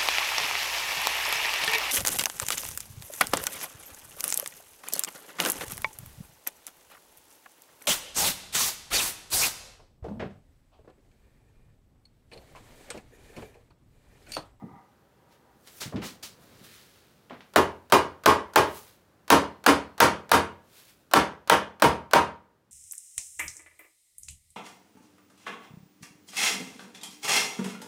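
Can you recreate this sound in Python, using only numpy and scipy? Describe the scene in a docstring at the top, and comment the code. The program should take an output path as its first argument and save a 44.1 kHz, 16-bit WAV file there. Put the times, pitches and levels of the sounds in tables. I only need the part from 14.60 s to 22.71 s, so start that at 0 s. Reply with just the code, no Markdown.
"""A soft bump and faint scrapes in quiet workshop air, then a hand sliding over a wooden chair seat.
A rubber mallet then drives the leg into its seat joint on a workbench, in three runs of four blows.
Air, skin and scrapes are coloured noise under swelling envelopes; bumps and ticks are short noise bursts.
Each blow is a noise crack, a sum of decaying modes and a dense reverberant return of the shop.
The recorder's fast limiter ducks the first instant of the blows."""
import sys
import numpy as np
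from scipy import signal
from scipy.fft import rfft, irfft
from scipy.io import wavfile
from scipy.ndimage import uniform_filter1d, minimum_filter1d

SR = 44100
rng = np.random.default_rng(int(sys.argv[2]) if len(sys.argv) > 2 else 0)


def materialize(psi):
    """Save the field psi as 16-bit PCM at rate SR to the path in sys.argv[1].

    A 1-D psi becomes a single channel; in a 2-D psi each row is a channel.
    """
    bounded = np.clip(np.atleast_2d(psi).T, -1, 1)
    quanta = np.round(bounded * 32767).astype(np.int16)
    wavfile.write(sys.argv[1], SR, quanta)


N = 357651
LENGTH = 24576  # samples in one short sound
EDGE_HZ = 16000  # upper band limit
AGE, TIME = np.arange(LENGTH) / SR, np.arange(N) / SR  # s since a sound began, s since the scene began


def amp(db):
    """Level to gain: 20 dB is a factor of ten in amplitude."""
    return 10 ** (np.asarray(db) / 20)


def unit(x):
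    """Normalization: scales to rms 1."""
    return x / np.sqrt(np.mean(x ** 2) + 1e-20)


def read(points, hz):
    """Interpolation of a (f, value) table along a logarithmic frequency axis."""
    f, value = np.transpose(points)
    return np.interp(np.log(hz + 1), np.log(f + 1), value)


def add(mix, s, sound):
    """Superposition: adds a sound to the mix from time s on."""
    part = mix[max(round(s * SR), 0):][:len(sound)]
    part += sound[:len(part)]


def shaped(x, db_at):
    """Linear filtering: weights the spectrum of x by a rule Hz -> dB, then scales to rms 1."""
    hz = np.fft.rfftfreq(len(x), 1 / SR)
    return unit(irfft(rfft(x) * amp(db_at(hz)), len(x)))


def noise(db_at, size=LENGTH):
    """Coloured noise: white noise through a spectral weighting."""
    return shaped(rng.standard_normal(size), db_at)


def burst(db_at, size=256):
    """Impulsive excitation: before colouring, the first `size` samples hold every frequency evenly."""
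    even = irfft(np.exp(2j * np.pi * rng.random(size // 2 + 1)))
    tail = rng.standard_normal(LENGTH - size) * even.std()
    return shaped(np.concatenate([even, tail]), db_at)


def lowpass(x, hz):
    """First-order low-pass: a gentle, causal loss of treble."""
    sos = signal.butter(1, min(hz, SR / 2 - 1), fs=SR, output="sos")
    return signal.sosfilt(sos, x)


def accent(x, hz, db, sharpness=7):
    """Resonance: lifts the band that the spot of the blow or the joint favours."""
    band = signal.lfilter(*signal.iirpeak(hz, sharpness, fs=SR), x)
    return x + (amp(db) - 1) * band


def dying(x, t60_at):
    """Frequency-dependent damping: each frequency decays with its own t60."""
    hz, t, z = signal.stft(x, SR, nperseg=256)
    decay = amp(-60 * t / t60_at(hz)[:, None])
    return signal.istft(z * decay, SR, nperseg=256)[1][:len(x)]


def swell(peak_s, db, swell_s, t60):
    """Friction follows speed: the level grows 20 dB over the swell time, peaks, then dies away."""
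    rise_db = 20 * np.maximum(peak_s - TIME, 0) / swell_s
    fall_db = 60 * np.maximum(TIME - peak_s, 0) / t60
    return amp(db - rise_db - fall_db)


# workshop reverberation: (f/Hz, t60/s)
SHOP_DECAY = [(70, 0.35), (200, 0.34), (500, 0.32), (1200, 0.32), (3000, 0.29), (6000, 0.25), (10000, .23),
              (16000, 0.12)]


def reverberant(x, late_db=-27, late_t60=0.7):
    """Double-slope reverberation: a fast decay in the shop over a weak lingering one."""
    early = dying(x, lambda hz: read(SHOP_DECAY, hz))
    return early + amp(late_db - 60 * AGE / late_t60) * lowpass(x, 1200)


# spectrum of the workshop air: (f/Hz, level/dB per Hz)
AIR_SPECTRUM = [(18, -35), (30, -3.5), (86, -0.5), (170, 0), (287, -3), (540, -4.5), (684, -9.5),
                (1630, -13.5), (2120, -20), (9220, -30), (14800, -29.5), (16000, -33.5)]
# resonances of the scrapes: (f/Hz, width/Hz, level/dB)
SCRAPE_RESONANCES = [(790, 90, 3), (950, 61, 3), (1214, 110, -2.5), (2000, 250, -12.5)]
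# faint scrapes in the shop: (t/s of the loudest moment, level/dB, swell/s, fade t60/s)
SCRAPES = [(.03, -52, 0.048, 0.15), (.17, -52, 0.3, 0.54), (.7, -66.5, 0.26, 1), (0.921, -64, 0.23, 0.43)]


def background(air_db=-62.5, sinks_from_s=5.7, sink_db_per_s=3):
    """Incoherent sources add in power: quiet air with a low rustle, and faint resonant scrapes."""
    steady = amp(air_db - sink_db_per_s * np.maximum(TIME - sinks_from_s, 0))
    # a low rustle while the hand changes its hold
    rustle = swell(1.95, -58, 1.55, 1.4)
    air = noise(lambda hz: read(AIR_SPECTRUM, hz), size=N) * np.hypot(steady, rustle)

    def resonances_db(hz):
        """Resonance curves: each scrape band peaks at its own frequency."""
        return 20 * np.log10(sum(amp(db) / (1 + (2 * (hz - f) / width) ** 2)
                                 for f, width, db in SCRAPE_RESONANCES))

    scrape = noise(resonances_db, size=N)
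    return air + scrape * np.sqrt(sum(swell(*row) ** 2 for row in SCRAPES))


# strokes of the hand over the seat:
# (t/s of the fastest moment, level/dB, swell/s, fade t60/s, bite of the grain/dB relative to the hiss)
STROKES = [(.725, -68.5, .05, .35, 3), (1.076, -57.5, 0.033, 0.17, 1), (1.19, -49, .17, 0.18, -16),
           (1.825, -61, .05, 0.45, -6), (2.045, -51.5, .012, 0.22, -2), (2.15, -56, 0.45, 0.79, 1.5),
           (2.36, -65.5, 0.77, 1.8, 1), (2.9, -72.5, 0.68, 5.5, -1.5), (4.17, -45.5, 0.16, 0.49, -11.5),
           (4.28, -61.5, 0.052, 0.47, 0.5), (6.18, -54.5, 0.14, 0.77, -4), (6.3, -58.5, .16, 0.198, -1),
           (6.42, -75, .1, .5, -0.5)]
# quick swipes of the palm: (t/s, level/dB, rise/s, fade t60/s)
SWIPES = [(1.201, -34.5, 0.012, 0.25), (1.413, -39, 0.055, 0.26), (1.625, -37.5, 0.0087, 0.27)]
# spectrum of the swipes: (f/Hz, level/dB per Hz)
SKIN_SPECTRUM = [(200, -1.5), (900, -2.5), (2000, 0.5), (4500, 5.5), (7000, 1), (11000, -4.5), (16000, -6)]


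def hand(catch_db=1.35):
    """Friction noise: skin hisses over sanded wood, catching unevenly on the grain."""
    fine_spectrum = [(1500, -5), (5500, -3), (10000, -2.0), (16000, -2.0)]
    coarse_spectrum = [(300, -20), (1300, 6.0), (4200, 7), (7000, -2), (16000, -16)]
    fine = noise(lambda hz: read(fine_spectrum, hz), size=N)
    coarse = noise(lambda hz: read(coarse_spectrum, hz), size=N)
    hiss_power, bite_power = np.zeros((2, N))
    for peak_s, db, swell_s, t60, bite_db in STROKES:
        power = swell(peak_s, db, swell_s, t60) ** 2
        hiss_power += power
        bite_power += power * amp(bite_db) ** 2
    out = fine * np.sqrt(hiss_power) + coarse * np.sqrt(bite_power)
    for s, db, rise_s, t60 in SWIPES:
        fade_db = 60 * np.maximum(AGE - rise_s, 0) / t60
        envelope = np.minimum(AGE / rise_s, 1) * amp(db - fade_db)
        add(out, s, envelope * noise(lambda hz: read(SKIN_SPECTRUM, hz)))
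    catching = unit(uniform_filter1d(rng.standard_normal(N), size=90))
    return out * amp(catch_db * catching)


# soft bumps of hand and mallet on the wood: (t/s, level/dB, f/Hz above which it is dull)
BUMPS = [(.021, -32, 298), (.11, -44.5, 230), (1.255, -36.5, 200), (1.322, -34, 930), (1.338, -23, 340),
         (1.372, -32, 300), (1.418, -32, 2600), (2.0, -48, 400), (2.703, -37.5, 750)]
# small ticks of wood and handle: (t/s, level/dB, f/Hz above which it is dull)
TICKS = [(1.073, -41.5, 8000), (1.218, -27.5, 7000), (1.36, -34, 3060), (2.698, -40, 2315),
         (2.708, -35.5, 1760), (2.731, -42, 2300), (2.807, -42.5, 3000)]


def taps(rows, low_hz, t60, rise_s, shop_db, seat_db):
    """Contact stiffness: a softer touch is a duller burst; it excites the seat and carries into the shop."""
    out = np.zeros(N)
    for s, db, dull_hz in rows:
        def contact_db(hz):
            """Band limits of the contact, with the seat's band around 215 Hz."""
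            treble_loss = (1 + (hz / dull_hz) ** 4) * (1 + (hz / dull_hz / 2) ** 4)
            bass_loss = 1 + (low_hz / (hz + 1)) ** 4
            seat = seat_db * np.exp(-((hz - 215) / 85) ** 2)
            return seat - 10 * np.log10(treble_loss * bass_loss)

        touch = noise(contact_db)
        # the reversed noise keeps its colour but differs from the direct sound
        sound = touch * amp(-60 * AGE / t60) + amp(shop_db) * reverberant(touch[::-1])
        add(out, s, amp(db) * sound * (1 - np.exp(-AGE / rise_s)))
    return out


# the dense ring of the wood as the shop returns it: (f/Hz, level/dB per Hz)
RING_SPECTRUM = [(30, -38.5), (65, -10.5), (130, -13.5), (320, -4), (620, -1), (720, -5), (900, -0.5),
                 (1650, -5.5), (1950, -9.5), (3200, -11.5), (3700, -16.5), (5000, -16.5), (8000, -22.5),
                 (10500, -22), (13000, -25), (16000, -24.5)]


def crowded(x, ripple_db):
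    """High modal density: countless lesser modes of the wood put narrow peaks and dips above 1100 Hz."""
    grid = np.geomspace(1100, EDGE_HZ, len(ripple_db))
    return shaped(x, lambda hz: read(RING_SPECTRUM, hz) + np.interp(hz, grid, ripple_db, left=0))


def build_up(x, bass_s=0.0068, treble_s=0.00097, split_hz=450):
    """Growth of the room field: treble fills the shop almost at once, bass more slowly."""
    hz = np.fft.rfftfreq(len(x), 1 / SR)
    bass = irfft(rfft(x) / (1 + (hz / split_hz) ** 4), len(x))
    bass_growth = 1 - np.exp(-(AGE / bass_s) ** 2)
    treble_growth = 1 - np.exp(-(AGE / treble_s) ** 2)
    return bass * bass_growth + (x - bass) * treble_growth


# modes of bench, seat and leg; each hold of the hand damps them differently:
# (f/Hz, t60/s, level/dB in hold 0, level/dB in hold 1, level/dB in hold 2), before gain and extra losses
MODES = [(72, 0.7, -44, -37, -40), (88, 0.7, -36, -37, -36), (133, 0.45, -36, -36, -33),
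         (162, 0.45, -39, -34, -31), (201, 0.5, -39, -27, -30), (239, 0.45, -38, -30, -32),
         (279, 0.31, -32, -14, -27), (297, 0.31, -27, -21, -26), (314, 0.31, -25, -18, -25),
         (352, 0.31, -21, -37, -29), (385, 0.35, -19, -29, -40), (423, 0.33, -16, -21, -25),
         (457, 0.31, -28, -18, -22), (477, 0.31, -25, -20, -21), (571, 0.31, -23, -18, -27),
         (628, 0.31, -22, -21, -25), (691, 0.31, -23, -20, -26), (783, 0.31, -33, -19, -18),
         (852, 0.31, -18, -24, -41), (932, 0.38, -20, -19, -17), (971, 0.38, -18, -20, -20),
         (1058, 0.31, -16, -17, -21), (1080, 0.31, -15, -18, -20), (1167, 0.31, -20, -25, -18),
         (1223, 0.31, -18, -27, -25), (1345, 0.31, -28, -20, -21), (1375, 0.31, -25, -20, -21),
         (1619, 0.31, -23, -22, -24), (2435, 0.31, -24, -24, -37), (4264, 0.48, -48, -35, -46)]


def wood_ring(hold, phases, gain_db=3, bench_db=3, scatter_db=2, swell_s=0.016):
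    """Modal superposition: damped sines swell as the blow spreads; no two blows ring quite alike."""
    hz, t60, *levels = np.transpose(MODES)[:, :, None]
    strength, pitch = rng.standard_normal((2, len(MODES), 1))
    waves = np.sin(2 * np.pi * (hz * (1 + .001 * pitch) * AGE + phases))
    # higher modes hold for 47 ms, then sink faster for a while
    sink_db = np.clip((AGE - 0.047) * 92, 0, 6) * np.minimum(hz / 1080, 1.3)
    # modes under 100 Hz start louder, with an extra loss of 32.5 dB per s
    bench_lift_db = (bench_db - 32.5 * AGE) * (hz < 100)
    level_db = gain_db + levels[hold] + scatter_db * strength + bench_lift_db - sink_db
    ring = (amp(level_db - 60 * AGE / t60) * waves).sum(0)
    return ring * (1 - np.exp(-(AGE / swell_s) ** 2))


# the crack where leg meets seat: (f/Hz, level/dB per Hz)
CRACK_SPECTRUM = [(40, -40.5), (150, -22.5), (330, -6.5), (750, 1.5), (1500, 3), (2000, -8.5), (3200, -11),
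                  (4200, -7), (7000, -20), (16000, -16.5)]
# short resonances of the joint in each crack: (f/Hz, lift/dB, sharpness Q)
JOINT = [(624, 5.5, 5.7), (1510, 2.5, 7), (2560, 5, 16), (3060, 4.5, 14)]


def crack(snap_db=5, snap_t60=0.0056, body_db=3, hold_s=0.0067, build_s=0.001,
          after_db=-16, after_t60=.07):
    """Impact then friction: a sharp snap, and ringing chatter while the leg slips into the joint."""
    chatter = burst(lambda hz: read(CRACK_SPECTRUM, hz))
    for hz, db, sharpness in JOINT:
        chatter = accent(chatter, hz, db, sharpness)
    slip = np.exp(-(AGE / hold_s) ** 6) * (1 - np.exp(-AGE / build_s))
    after = amp(after_db - 60 * AGE / after_t60)
    snap_spectrum = [(300, -8), (3000, -4.5), (7000, -4.5), (13000, -8.5), (16000, -2)]
    snap = burst(lambda hz: read(snap_spectrum, hz), size=64) * amp(snap_db - 60 * AGE / snap_t60)
    sound = snap + amp(body_db) * lowpass(chatter, 5000) * (slip + after)
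    return sound - lowpass(sound, 240)


def fore_tick(tick_db=-35, flutter_db=-39, lead_s=.0232):
    """Precursor: a decaying tick and a brief flutter are heard faintly just ahead of each blow."""
    tick = burst(lambda hz: -10 * np.log10(1 + (hz / 4500) ** 2), size=64)
    tick = tick * amp(tick_db - 60 * AGE / 0.027)
    flutter = lowpass(noise(lambda hz: read(CRACK_SPECTRUM, hz)), 4000)
    return lead_s, tick + flutter * amp(flutter_db) * (AGE < lead_s)


# mallet blows: (t/s, force level/dB, low thump/dB, brightness/dB, hold of the hand (rounded, limited to 0-2),
# accented band f/Hz, accent/dB, crack level/dB)
BLOWS = [(2.9600, -10, 7.5, 0, 0, 825, 4.5, -4), (3.3228, -6.5, 5, 0.5, 0, 1060, 4, -8),
         (3.6598, -5, 4.5, 0, 0, 1120, 5.5, -2), (3.9590, -6, 3, -1, 0, 856, 4, -3.5),
         (4.7028, -4, 5, 2.5, 1.49, 1020, 4, -5.5), (5.0633, -4, 1.5, 1, 1.1, 278, 3, 0),
         (5.403, -3, 2, 2, 1.57, 1550, 1, -0.5), (5.716, -5, 3.5, 2, 1.51, 1330, 2, 0),
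         (6.5363, -2.5, -1, -1.5, 2, 188.3, 6, 3), (6.8979, -2.5, -5, -4.5, 2, 3250, 3.5, 0.5),
         (7.222, -6, 5.5, -1.5, 3.1, 920, 4.5, -2), (7.5343, -2.5, -2.5, -6.5, 1.6, 885, 1.5, -0.5)]


def mallet(shop_db=-7.0, thump_hz=420, bright_hz=2400):
    """Impact excitation: each blow is a crack, the ring of the modes and the dense return of the shop."""
    out = np.zeros(N)
    # shared by all blows; each adds its own scatter
    paths, phases = rng.standard_normal(LENGTH), rng.random((len(MODES), 1))
    ripple = rng.standard_normal(size=420)
    for s, force_db, thump_db, bright_db, hold, accent_hz, accent_db, crack_db in BLOWS:
        ripple_db = 3 * np.clip(ripple + rng.standard_normal(len(ripple)), -2.5, 2.5)
        dense = crowded(paths + 2 * rng.standard_normal(LENGTH), ripple_db)
        shop = build_up(reverberant(dense))
        ring = wood_ring(int(np.clip(round(hold), 0, 2)), phases)
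        blow = amp(crack_db) * crack() + ring + amp(shop_db) * shop
        # how squarely the rubber lands tips the balance of thump and treble
        thump = (amp(thump_db) - 1) * lowpass(blow, thump_hz)
        treble = (amp(bright_db) - 1) * (blow - lowpass(blow, bright_hz))
        add(out, s, amp(force_db) * accent(blow + thump + treble, accent_hz, accent_db))
        lead_s, tick = fore_tick()
        add(out, s - lead_s, amp(force_db) * tick)
    return out


def scene():
    """Superposition of everything at the bench, in mono."""
    bumps = taps(BUMPS, low_hz=108, t60=0.049, rise_s=0.0044, shop_db=-4.0, seat_db=6.5)
    ticks = taps(TICKS, low_hz=400, t60=0.0087, rise_s=0.00018, shop_db=-10, seat_db=-1)
    return (background() + hand() + bumps + ticks + mallet())[None]


def record(dry, ceiling_db=-5, recover_db_per_s=480, low_cut_hz=52, full_scale=2.3):
    """Peak limiting with linear recovery in dB, then soft saturation and band limits."""
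    peak_db = 10 * np.log10(2 * abs(uniform_filter1d(dry[0] ** 2, size=24)) + 1e-12)
    # the detected peak falls at a constant rate until a louder one replaces it
    fall_db = TIME * recover_db_per_s
    envelope_db = np.maximum.accumulate(peak_db + fall_db) - fall_db
    over_db = np.maximum(envelope_db - ceiling_db, 0)
    duck_db = uniform_filter1d(minimum_filter1d(-over_db, size=25), size=25)
    held = full_scale * np.tanh(dry * amp(duck_db) / full_scale)
    low_cut = signal.butter(4, low_cut_hz, "high", fs=SR, output="sos")
    high_cut = signal.firwin(255, EDGE_HZ, window=("kaiser", 8), fs=SR)
    return signal.oaconvolve(signal.sosfilt(low_cut, held), high_cut[None], "same")


dry = scene()
out = record(dry)
materialize(out)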